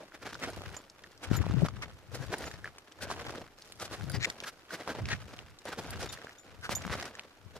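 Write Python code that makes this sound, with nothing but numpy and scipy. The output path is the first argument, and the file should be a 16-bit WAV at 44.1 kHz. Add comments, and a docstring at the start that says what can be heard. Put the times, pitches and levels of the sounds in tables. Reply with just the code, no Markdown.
"""A snowfield at night: spiked boots tread firm snow a few metres from a two-port microphone worn by a walker.
Snow crystals break in dense grains, crusts collapse in short swells and single cracks snap, all as random
clicks and noise in resonant bands; spikes dragged over ice squeal and steel gear clinks in decaying modes.
The walker's clothing or the moving air buffets the ports with low thumps, over a faint steady hiss.
All levels in dB apply ahead of the microphone's colouring."""
import sys
import numpy as np
from scipy import signal
from scipy.fft import rfft, irfft, next_fast_len
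from scipy.io import wavfile
from scipy.ndimage import uniform_filter1d

SR = 44100
rng = np.random.default_rng(int(sys.argv[2]) if len(sys.argv) > 2 else 0)


def inscribe(sig):
    """Save sig as 16-bit PCM at rate SR to the path in sys.argv[1].

    A 1-D sig is mono; a 2-D sig holds one channel per row.
    Samples are clipped to [-1, 1] before scaling.
    """
    pcm = np.round(np.clip(np.atleast_2d(sig).T, -1, 1) * 32767)
    wavfile.write(sys.argv[1], SR, pcm.astype(np.int16))


N = 334719  # samples

# footfalls and light shuffles: (time of full load [s], time under load [s],
# body 300-1000 Hz [dB], crunch 1-3 kHz [dB], crisp 3-10 kHz [dB])
FOOTFALLS = [(-.1, 0.075, -50, -85, -79), (0.239, 0.534, -61, -61, -68.5), (1.231, 0.424, -58, -55.5, -76),
             (1.75, 0.1126, -65, -62.5, -87), (2.141, 0.382, -59.5, -61.5, -62.5),
             (3.012, 0.308, -55.5, -55, -67.5), (3.32, 0.099, -56, -66, -76), (3.6, 0.114, -73, -72.5, -62),
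             (3.8, 0.642, -62, -64.5, -67), (4.718, 0.664, -64, -60, -68),
             (5.663, 0.067, -59.5, -54.5, -62), (5.82, 0.2344, -54.5, -54.5, -60),
             (6.151, 0.14, -69.5, -63, -78.5), (6.46, 0.057, -66, -69, -91), (6.7, 0.36, -59, -54.5, -63),
             (7.141, 0.064, -62.5, -61, -85.5)]


def undb(db):
    """Decibels to an amplitude ratio."""
    return 10 ** (np.asarray(db) / 20)


def unit(x):
    """Normalisation to rms 1."""
    return x / np.sqrt(np.mean(x ** 2))


def band(x, lo_hz, hi_hz, order=2):
    """Resonance as a causal Butterworth band-pass."""
    edges = np.clip([lo_hz, hi_hz], 10, 20000)
    return signal.sosfilt(signal.butter(order, edges, "bandpass", fs=SR, output="sos"), x)


def highpass(x, hz, order):
    """Causal Butterworth bass cut."""
    return signal.sosfilt(signal.butter(order, hz, "highpass", fs=SR, output="sos"), x)


def colour(x, points):
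    """Spectral shaping through (frequency [Hz], gain [dB]) points on a log-frequency axis."""
    size = next_fast_len(N)
    hz, db = np.transpose(points)
    f = np.maximum(np.arange(size // 2 + 1) * SR / size, 1)
    gain = undb(np.interp(np.log(f), np.log(hz), db))
    return irfft(rfft(x, size) * gain, size)[..., :N]


def pair(x, lag_us):
    """Arrival-time difference: the same sound at both ports, left later by lag_us (half on each side)."""
    size = next_fast_len(len(x))
    f = np.arange(size // 2 + 1) * SR / size
    turn = np.exp(-1j * np.pi * f * lag_us * 1e-6)
    return irfft(rfft(x, size) * np.array([turn, 1 / turn]), size)[:, :len(x)]


def add(out, x, s):
    """Superposition: mix x in from time s; what falls outside is dropped."""
    i = int(s * SR)
    x = x[:, max(-i, 0):N - i]
    out[:, max(i, 0):max(i, 0) + x.shape[1]] += x


def walk(rate):
    """Random modulation: new levels at the given rate, joined by slopes; spread near 1."""
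    k = int(SR / rate)
    held = np.repeat(rng.standard_normal(N // k + 1), k)
    return 1.06 * uniform_filter1d(held, k)[:N]


def grains(per_s, spread_db):
    """Random impulse train: clicks of either sign, a few larger than the rest, none huge."""
    chance, sign, size = rng.random((3, N))
    return (chance < per_s / SR) * np.sign(sign - .5) * undb(-spread_db * np.log(1.02 - size))


def crumbs(per_s, spread_db, tail_s):
    """Relaxation: lumps break one by one, the level jumping and then decaying; rms 1."""
    decay = np.exp(-1 / (tail_s * SR))
    return unit(signal.lfilter([1], [1, -decay], np.abs(grains(per_s, spread_db))))


def snow(per_s, spread_db, shared):
    """Brittle fracture: crystals ring by size, some clicks in every band and others in one band alone."""
    # three bands each for body, crunch and crisp: (centre [Hz], width [Hz], level [dB])
    size_bands = [
        [(354, 352.6, 1.5), (521.4, 215, 1), (750, 335, -0.5)],
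        [(1383, 640, -5), (1581, 790, -1.5), (2782, 677, -9)],
        [(4140, 1730, -7), (5430, 7160, 1), (8440, 11600, -2.5)],
    ]
    every = shared * grains(per_s, spread_db)
    layers = []
    for group in size_bands:
        layer = 0
        for hz, width, db in group:
            clicks = every + grains(per_s, spread_db)
            layer = layer + undb(db) / np.sqrt(width) * band(clicks, hz - width / 2, hz + width / 2, order=1)
        layers.append(unit(layer))
    return np.array(layers)


def tread():
    """Load-driven fracture: snow patches creak with a fine hiss and lumps breaking in all bands or one."""
    # snow settling between footfalls: (body [dB], crunch [dB], crisp [dB])
    rest_db = [-71, -67, -73.5]
    # left-port lag of each patch of steady crunch: [us]
    patch_lags = [-150, -55, 3.5, 97]
    sink_s, lift_s = 0.047, 0.1022  # the load comes and goes
    shift_db, shift_per_s = 2.5, 9.  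# it wavers as the weight shifts
    t, out = np.arange(N) / SR, 0
    load = [np.interp(t, [s - sink_s, s, s + hold, s + hold + lift_s], [0, 1, 1, 0]) ** 2
            for s, hold, *_ in FOOTFALLS]
    gain = undb(rest_db)[:, None] + undb([row[2:] for row in FOOTFALLS]).T @ load
    for lag in patch_lags:
        common = crumbs(30., 2.2, 0.00192)
        own = np.array([crumbs(40.0, 2.76, 0.00393) for _ in range(3)])  # body, crunch, crisp
        lumps = 0.289 + 0.4224 * common + 0.6656 * own
        weight = undb(shift_db * walk(shift_per_s))
        creak = gain * weight * snow(450., 1.96, 0.286) * lumps
        out = out + pair(creak.sum(0), lag)
    return out


def crush():
    """Cavity resonance: a collapse swells and dies as grains from both patch ends, each ringing a hollow."""
    # crust collapses: (time of peak [s], crunch [dB], length [ms], body re crunch [dB],
    # crisp re crunch [dB], left lag [us])
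    collapses = [(0.018, -65, 33.5, 13.5, -12.5, 2), (.15, -50.5, 13.1, 5.5, -3.5, 26.5),
                 (0.228, -47.5, 14.7, 0, -3.5, 18), (.268, -41, 19.6, 1, -6.5, 18),
                 (0.3, -49.5, 25, -9.5, -2, 0), (0.439, -36.5, 25.9, -0.5, -8.5, 91),
                 (.487, -48.5, 32.5, 9.5, -9, 54), (0.661, -44.5, 10, -15, -28.5, 37),
                 (1.242, -44, 19.1, 0, 3, -77), (1.351, -41, 33.5, 0.5, -0.5, 26),
                 (1.662, -37.5, 14.7, -2.5, -11, 55.5), (1.833, -37.5, 18.5, -19, -18, -160),
                 (2.152, -46, 15, 8, 6.5, -56), (2.229, -51.5, 23, 6, 0, 0.5),
                 (2.335, -41.5, 22.1, 11.5, -3.5, 32), (2.429, -49, 79.4, 6, -3, -30),
                 (2.477, -41, 13.8, -3, -19.5, -66), (2.67, -50.5, 42.2, -1, -10.5, 68.5),
                 (3.031, -43.5, 20.3, -0.5, 6.5, -53.5), (3.115, -42.5, 29.4, 1.5, 1, 74),
                 (3.199, -40, 5.54, -20, -26, 40.5), (3.821, -43, 24, 4, 3, -52.5),
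                 (3.855, -53, 17.7, 6.5, 12.5, -65), (3.938, -41, 24.5, 0, -1, 71),
                 (4.154, -40, 23.9, 0, -5, -29), (4.277, -62.5, 24.3, 22.5, -17.5, -11.5),
                 (4.445, -40.5, 8.4, -15.5, -9, -36), (4.48, -40, 25.1, -28, 0.5, 29.5),
                 (4.715, -48.5, 14.3, -23, -3, -26), (4.742, -41, 24.7, 0.5, 0, -31.5),
                 (4.807, -47, 25, 6, -22, 31), (4.902, -42, 36.2, 7, -8.5, 40.5),
                 (4.955, -57.5, 14.4, 19, -20, 40), (4.992, -51.5, 20.3, 11.5, -25, 41.5),
                 (5.092, -42.5, 13.5, -4, -22, 60), (5.122, -36, 37.1, -9.5, -15.5, 79),
                 (5.338, -48, 8.3, 3, -28.5, -8.5), (5.66, -50.5, 3.24, 9.5, -10, -23),
                 (5.685, -43.5, 23.5, 2, -5, -20), (5.729, -38.5, 14.9, -2.5, -9.5, -20),
                 (5.791, -47.5, 18.8, 14.5, 3.5, 49.5), (5.853, -52, 12.6, 9, -24.5, -3),
                 (5.935, -43.5, 17.6, -3.5, -14, 28), (6.013, -44.5, 21, -20.5, 4, 1.5),
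                 (6.039, -56.5, 17.1, 16, 11.5, 0), (6.135, -47, 18.3, -5, 8, 44.5),
                 (6.651, -40, 30, -25.5, -7, -140), (6.721, -38.5, 24.9, 3.5, 3.5, -30.5),
                 (6.93, -36.5, 32.6, -3.5, -5.5, -8), (6.988, -45.5, 26.2, 1, -11, -43),
                 (7.029, -40.5, 6.3, 3.5, -18, -58), (7.064, -47, 36.5, 2, -26.5, -35),
                 (7.246, -62, 20.5, 8.5, -16, 0), (7.567, -52, 16.7, 6.5, 0.5, -27.5)]
    rise_share = 0.5147  # of a collapse's length
    patch_us = 30.65  # the two ends lie this far to either side
    low_hz, high_hz, hollow_db = 1300, 2300, -3.5
    out, stuff = np.zeros((2, N)), snow(1500., 3.82, 0.465)
    t = (np.arange(6144) - 3072) / SR
    for s, db, ms, body_db, crisp_db, lag in collapses:
        side_ms = ms * np.where(t < 0, rise_share, 1 - rise_share)
        # about 5 dB down at both ends of its length; the root shares it between two patch ends
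        shape = undb(db - 4.88 * (np.abs(t) * 1000 / side_ms) ** 1.845) / np.sqrt(2)
        for i, end in zip(rng.integers(0, N - len(t), size=2), (-1, 1)):
            piece = stuff[:, i:i + len(t)]
            hz = low_hz * (high_hz / low_hz) ** rng.random()
            hollow = undb(hollow_db) * unit(band(piece.sum(0), .92 * hz, 1.08 * hz, order=1))
            grain = undb([body_db, 0, crisp_db]) @ piece + hollow
            add(out, pair(grain * shape, lag + end * patch_us), s + t[0])
    return out


def small_snaps():
    """Random scatter: rows of lesser snaps, columns as for single snaps, spread over every footfall."""
    snaps_per_s, over_crunch_db, spread_db = 45, 17.5, 4.
    low_hz, high_hz = 593, 3550
    rows = []
    for s, hold, _, crunch_db, _ in FOOTFALLS:
        for when, drop, pitch in rng.random((int(hold * snaps_per_s), 3)):
            db = crunch_db + over_crunch_db - spread_db * drop
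            rows.append((s + hold * when, db, low_hz * (high_hz / low_hz) ** pitch, -20., 1.2))
    return rows


def cracks():
    """Damped oscillation: a snap is a few cycles at its pitch and a bright splinter of noise, from any side."""
    # single snaps: (time [s], ring peak [dB], centre [Hz], splinter re ring peak [dB], decay [cycles])
    big_snaps = [(.005, -43, 615, -23.5, 3.6), (.032, -40, 607, -16, 2.6), (.344, -31, 4000, -10, 1.5),
                 (0.121, -38.5, 1440, -29, 1.86), (0.331, -31.5, 1510, -11, 1.24),
                 (.353, -27.5, 1455, -14.5, 2.1), (0.533, -37.5, 974, -9.5, 1.38),
                 (0.716, -38.5, 1597, -27.5, 1.13), (0.738, -38.5, 1500, -21, 1.4),
                 (.839, -47.5, 2000, -6.5, 1.16), (0.899, -44, 4904, -1, 0.91),
                 (1.038, -37.5, 3300, -12, 1.27), (1.041, -34.5, 1820, -28.5, 3.7),
                 (1.117, -51, 1900, -1.5, 4.1), (1.177, -53, 4000, 4, 1.04),
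                 (1.312, -30.5, 1550, -14.5, 1.4), (1.389, -30, 1990, -24.5, 1.96),
                 (1.44, -31, 974, -29.5, 1.3), (1.466, -21, 604, -34, 0.474), (1.51, -24, 1235, -20.5, 0.8),
                 (1.62, -26.5, 595, -17, 1.6), (1.649, -25, 606, -17.5, 0.98),
                 (1.685, -25, 1246, -13, 2.04), (1.823, -37.5, 1490, 1.5, 2.064),
                 (2.34, -18, 1693, -34.5, 2.1), (2.441, -27.5, 1735, -17, 1.94),
                 (2.513, -31.5, 1783, -11, 2.21), (2.539, -32.5, 1800, -15, 1.96),
                 (2.6434, -24, 1698, -24, 5), (2.657, -27, 1810, -28, 1.4), (2.676, -31, 1540, -25, 1.54),
                 (2.783, -45.5, 1245, 5.5, 2.56), (2.921, -43.5, 3220, -2.5, 2.6),
                 (3.102, -25, 1022, -24, 1.43), (3.113, -24.5, 1103, -19.5, 1.6),
                 (3.282, -38, 900, -18, 0.83), (3.295, -25.5, 1320, -18, 1.05), (3.306, -30, 780, -8, 0.83),
                 (3.38, -37, 3500, -12.5, 1.28), (3.622, -34.5, 4590, -13, 2.15),
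                 (3.798, -41.5, 717, 3, 2.4), (4.01, -31, 1450, -20, 1.04),
                 (4.099, -30.5, 1506, -16.5, 3.55), (4.247, -16, 2270, -10, 2.78),
                 (4.2498, -17.5, 2037, -15.5, 2.13), (4.291, -45, 2000, -8.5, 1.23),
                 (4.3, -26.5, 1895, -4, 4.3), (4.403, -25.5, 3030, -13.5, 1.24),
                 (4.437, -28.5, 2390, -13.5, 2.3), (4.706, -29.5, 1524, -19.5, 6.4),
                 (4.876, -19, 983, -21, 0.797), (5.056, -25, 2470, -15, 1.8),
                 (5.087, -25.5, 2008, -8.5, 2.1), (5.39, -27, 2870, -20, 1.6),
                 (5.588, -45.5, 4540, 2, 1.96), (5.654, -33.5, 582, -13, 1.97),
                 (5.958, -29, 1300, -17.5, 0.95), (6.028, -30.5, 5500, -7, 1.74),
                 (6.174, -33.5, 1815, -17, 3.24), (6.246, -29.5, 616, -18.5, 0.57),
                 (6.27, -30.5, 1590, -28, 2), (6.294, -34, 1790, -18, 2.4),
                 (6.693, -16.5, 1062, -24.5, 0.724), (6.82, -45, 4000, 5, 1.37),
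                 (6.839, -31, 2142, -22.5, 2.58), (6.851, -19.5, 1293, -32, 0.64),
                 (6.878, -20.5, 1324, -24, 0.5), (6.898, -22, 1387, -36, 0.79),
                 (6.904, -20.5, 1100, -34.5, 0.5), (6.953, -23.5, 690, -18, 0.46),
                 (6.999, -26, 1705, -9, 0.87), (7.011, -26, 2015, -12.5, 0.76),
                 (7.026, -25, 1705, -9.5, 0.79), (7.055, -33, 1490, -4.5, 1.18),
                 (7.152, -32.5, 1790, -9.5, 3.16), (7.195, -21.5, 2590, -20.5, 1.117)]
    out, t = np.zeros((2, N)), np.arange(1024) / SR
    lead = 32  # samples of room ahead of the snap
    for s, db, hz, splinter_db, cycles in big_snaps + small_snaps():
        cycles = max(cycles, .3)
        onset = np.sin(np.pi / 2 * np.minimum(t * hz / (0.453 * cycles), 1)) ** 2
        ring = np.sin(2 * np.pi * hz * t) * np.exp(-t * hz / cycles) * onset
        splinter = band(rng.standard_normal(len(t)) * np.exp(-t / 0.0037), 0.775 * hz, 7760.0)
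        snap = ring / ring.max() + undb(splinter_db) * splinter / splinter[:64].std()
        lag_us = 90. * rng.standard_normal()
        add(out, pair(np.roll(snap, lead), lag_us) * undb(db), s - lead / SR)
    return out


def scrape():
    """Stick-slip friction: dense slips of a spike grate on ice and squeal at a pitch while the drag lasts."""
    # drags: (time [s], length [s], level [dB], left lag [us], squeal [Hz], squeal re drag [dB])
    drags = [(2.185, 0.083, -66.5, -0.5, 1595, 11.5), (3.006, 0.065, -58, 0, 1520, 12),
             (4.128, .045, -50, -21.5, 4800, 5), (4.202, 0.0275, -43.5, -150, 4000, -6),
             (4.225, 0.0345, -30.5, -150, 6735, -8.5), (5.101, 0.0417, -38.5, 77.5, 1855, 3)]
    # what every drag grates with: (centre [Hz], width [Hz], level [dB])
    grate_bands = [(2133, 760, 1.5), (3995, 1824, -1), (5500, 1780, -6.5)]
    pan_db, edge_s = 5.5, 0.0045  # left minus right; fade at the end, half as long at the start
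    squeal_width = 0.116  # share of the pitch
    out, t, slips = np.zeros((2, N)), np.arange(4096) / SR, grains(3000., 5.77)
    for s, length, db, lag, hz, squeal_db in drags:
        slip = slips[int(s * SR):][:len(t)]
        bands = grate_bands + [(hz, hz * squeal_width, squeal_db)]
        grate = sum(undb(g) * unit(band(slip, f - w / 2, f + w / 2)) for f, w, g in bands)
        drag = undb(db) * np.interp(t, [0, edge_s / 2, length - edge_s, length], [0, 1, 1, 0])
        add(out, pair(grate * drag, lag), s)
    return out * undb(np.array([[pan_db], [-pan_db]]) / 2)


def steel(blows, modes, scatter_db, click_db):
    """Modal synthesis: chattering contacts click and ring the same fluttering modes in varied shares."""
    pivot_hz, detune = 8000, .004  # where the tilt is nil; spread as a share of the pitch
    rattle_db, rattle_per_s = 4.5, 400.  # flutter of each mode
    chatter_s = 0.00522  # decay time of the contacts after a blow
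    out, t = np.zeros((2, N)), np.arange(9000) / SR
    hz, mode_db, t60 = np.transpose(modes)[:, :, None]
    flutter_db = rattle_db * walk(rattle_per_s)
    for s, db, pan_db, tilt_db, share in blows:
        chance = rng.standard_normal((3, 2, len(modes), 1))  # level, phase, pitch; port; mode
        gain = undb(mode_db + tilt_db * np.log2(hz / pivot_hz) + scatter_db * chance[0])
        tone = np.sin(2 * np.pi * hz * (1 + detune * chance[2, 0]) * t + chance[1])
        ring = gain * tone * np.exp(-np.log(1000) * t / (share * t60))
        starts = rng.integers(0, N - len(t), size=len(modes))
        ring = ring * undb([flutter_db[i:i + len(t)] for i in starts])
        chatter = rng.standard_normal((1, 1024)) * np.exp(-t[:1024] / chatter_s)
        chatter[0, 0] = 8.  # the blow itself
        chatter = chatter / np.sqrt(np.sum(chatter ** 2))
        ring = signal.fftconvolve(ring.sum(1), chatter, axes=1)[:, :len(t)]
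        burst = rng.standard_normal((2, len(t))) * np.exp(-t / 0.00177)
        click = undb(click_db) * band(burst, 2400.0, 13600.0)
        add(out, (ring + click) * undb(db + np.array([[pan_db], [-pan_db]]) / 2), s)
    return out


def clinks():
    """Free vibration: blows on steel gear with modes that ring on."""
    # blows: (time [s], level [dB], left minus right [dB], tilt [dB per octave], ring time re free [ratio])
    blows = [(0.7659, -40.5, -2, -4, 0.63), (1.366, -35.5, 15, 12, 0.584), (2.456, -44, 0, -6.5, 1.45),
             (6.045, -59.5, 0., -8.5, 0.82), (6.09, -49.5, 5, -20.5, 1.45), (6.3837, -50, 2, -6.5, 2.28),
             (6.7515, -26, -1, -2.5, 0.87)]
    # modes: (frequency [Hz], level [dB], free t60 [s])
    modes = [(3660, -15, .04), (5600, -14, .05), (6300, -8, .02), (6700, -8, .035), (7030, 0, 0.11),
             (8560, -25, .05), (10420, -12, 0.04), (11480, -19, 0.07), (12250, -9, .08)]
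    return steel(blows, modes, 2.5, -9.)


def ticks():
    """Strongly damped vibration: blows on steel gear with mostly shorter modes."""
    # blows: (time [s], level [dB], left minus right [dB], tilt [dB per octave], ring time re free [ratio])
    blows = [(0.501, -35, -1, -2.5, 0.96), (2.383, -26, 2, 1.5, 0.96), (4.0977, -26, -3.5, 1, 1.9),
             (4.1175, -28, 4.5, 4, 1.2), (4.148, -43.5, 3, 0, 0.94), (5.6531, -34.5, 5, -2.5, 1.44),
             (5.9063, -24, 2, 6.5, 0.855), (6.0053, -31, -7, 4, 0.96), (6.126, -26, -8.5, -8.5, 0.745)]
    # modes: (frequency [Hz], level [dB], free t60 [s])
    modes = [(3800, -22, .025), (4750, -19, 0.035), (7200, -18, 0.025), (9480, -5, 0.011),
             (11200, -12, .011), (14450, -10, .03)]
    return steel(blows, modes, 3., -6.5)


def thumps():
    """Forced displacement: a push swings one port's membrane for a cycle or a few, with a rough rub on top."""
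    # thumps: (time of peak [s], level [dB], pitch [Hz], width [ms], port [1 left, -1 right])
    pushes = [(1.3145, -9, 184.3, 3.17, 1), (1.333, -20, 110, 8.5, 1), (1.351, -21, 105, 6.1, 1),
              (1.381, -19.5, 135.4, 9.5, 1), (1.406, -19.5, 94.5, 22.8, 1), (1.455, -28.5, 174, 19.2, 1),
              (1.499, -18, 152, 2.22, -1), (1.517, -19.5, 101.5, 12.5, 1), (1.544, -16.5, 169.7, 10.75, 1),
              (1.579, -20.5, 131, 39.5, 1), (1.617, -32.5, 212.3, 8.2, -1), (1.632, -14, 162.7, 21.2, 1),
              (2.138, -33.5, 112.7, 10.5, 1), (2.209, -32, 133.8, 26.7, 1), (2.299, -36, 112, 16.5, 1),
              (3.281, -38, 121, 21, 1), (4.043, -25.5, 143, 4.15, 1), (4.086, -31.5, 134.8, 40.6, 1),
              (4.144, -20.5, 131, 7.1, 1), (4.18, -26.5, 115, 27.5, 1), (5.019, -33.5, 117.3, 42.7, 1),
              (5.038, -28.5, 92.2, 9.4, -1), (5.106, -32.5, 85, 7.6, 1), (5.133, -26.5, 111, 10.4, 1),
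              (5.962, -37.5, 98.7, 19.6, 1), (6.696, -26, 203, 5.4, -1), (6.863, -30.5, 176.3, 17.6, 1),
              (6.9, -31, 129, 7.2, 1), (7.465, -39.5, 98.6, 15.5, 1)]
    out, t = np.zeros((2, N)), (np.arange(6000) - 3000) / SR
    for s, db, hz, ms, port in pushes:
        rub = unit(band(rng.standard_normal(len(t)), 143.8, 350.6)) * undb(-12.0)
        shape = undb(db - 8.53 * np.abs(2000 * t / ms) ** 1.103)  # 8.5 dB down at both ends of the width
        swing = (np.cos(2 * np.pi * (hz * t + 0.1134)) + rub) * shape
        add(out, swing * np.array([[port > 0], [port < 0]]), s + t[0])
    return out


def ports(pan_db):
    """Power addition: gains of two unrelated ports such that the mean of both keeps its level."""
    return 2 * np.array([1 + undb(-2 * pan_db), 1 + undb(2 * pan_db)]) ** -.5


def buffet():
    """Resonant excitation: soft knocks on each port alone ring the low resonances of the housing."""
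    # spells of buffeting: (time of full strength [s], hold [s], level [dB], left minus right [dB])
    gusts = [(.24, 0.105, -61, 13.5), (.46, 0.235, -54.5, 7.5), (1.31, 0.368, -42.5, 11),
             (1.72, 0.209, -56, 4), (2.12, 0.146, -50.5, 30.5), (2.4, 0.252, -57.5, 7.5),
             (3.03, 0.345, -58, 10), (3.74, 0.226, -62, 20.5), (4.03, 0.1895, -46.5, 17),
             (4.98, 0.17, -46.5, 2.5), (5.22, 0.265, -60.5, 1), (5.702, 0.114, -64.5, 14),
             (5.88, 0.206, -51, 6.5), (6.5, 0.112, -62, 14.5), (6.73, 0.2214, -49.5, 8),
             (7.45, .2, -60.5, 13.5)]
    # housing resonances: (centre [Hz], width [Hz], level [dB])
    housing = [(98.3, 74.2, 8.5), (159.5, 69, -7), (248, 500, -24)]
    rise_db_s, fall_db_s, calm_db = 279.5, 171, -77.5  # dB per second, twice; level between spells
    t, gain = np.arange(N) / SR, undb(calm_db) * ports(0.)[:, None]
    for s, hold, db, pan_db in gusts:
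        away_db = rise_db_s * np.maximum(s - t, 0) + fall_db_s * np.maximum(t - s - hold, 0)
        gain = gain + undb(db - away_db) * ports(pan_db)[:, None]
    knocks = np.array([grains(500., 0.82) * undb(3.35 * walk(25)) for _ in range(2)])
    boom = sum(undb(g) * unit(band(knocks, hz - w / 2, hz + w / 2)) for hz, w, g in housing)
    return unit(boom) * gain


def night():
    """Partial coherence: steady hiss of slope and microphone, alike in the bass, less related in the treble."""
    # hiss spectrum: (frequency [Hz], level [dB])
    spectrum = [(30, 10), (43, -24.5), (215, -10.5), (295, -2), (1390, -6.5), (5450, -22), (11400, -22),
                (14800, -15), (16000, -40.5)]
    mid, side = rng.standard_normal((2, N))
    side = highpass(side, 1500., 1)
    return unit(colour(np.array([mid + side, mid - side]), spectrum)) * undb(-59.5)


def scene():
    """Linear superposition of the steps, the gear, the buffeted ports and the hiss."""
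    steps = tread() + crush() + cracks() + scrape()
    gear = clinks() + ticks()
    return steps + gear + buffet() + thumps() + night()


def record(dry):
    """Linear filtering: microphone colour, a bass cut and a steep cut at the top."""
    # microphone response: (frequency [Hz], gain [dB])
    response = [(30, 9.5), (60, 4), (200, 2), (500, -0.5), (1100, -3), (1700, -4), (2600, -3.5),
                (5500, -1.5), (8000, -6.5), (12000, -7), (15000, -16.5)]
    wet = highpass(colour(dry, response), 48., 3)
    return signal.sosfilt(signal.ellip(8, .2, 70, 15600, fs=SR, output="sos"), wet)


dry = scene()
out = record(dry)
inscribe(out)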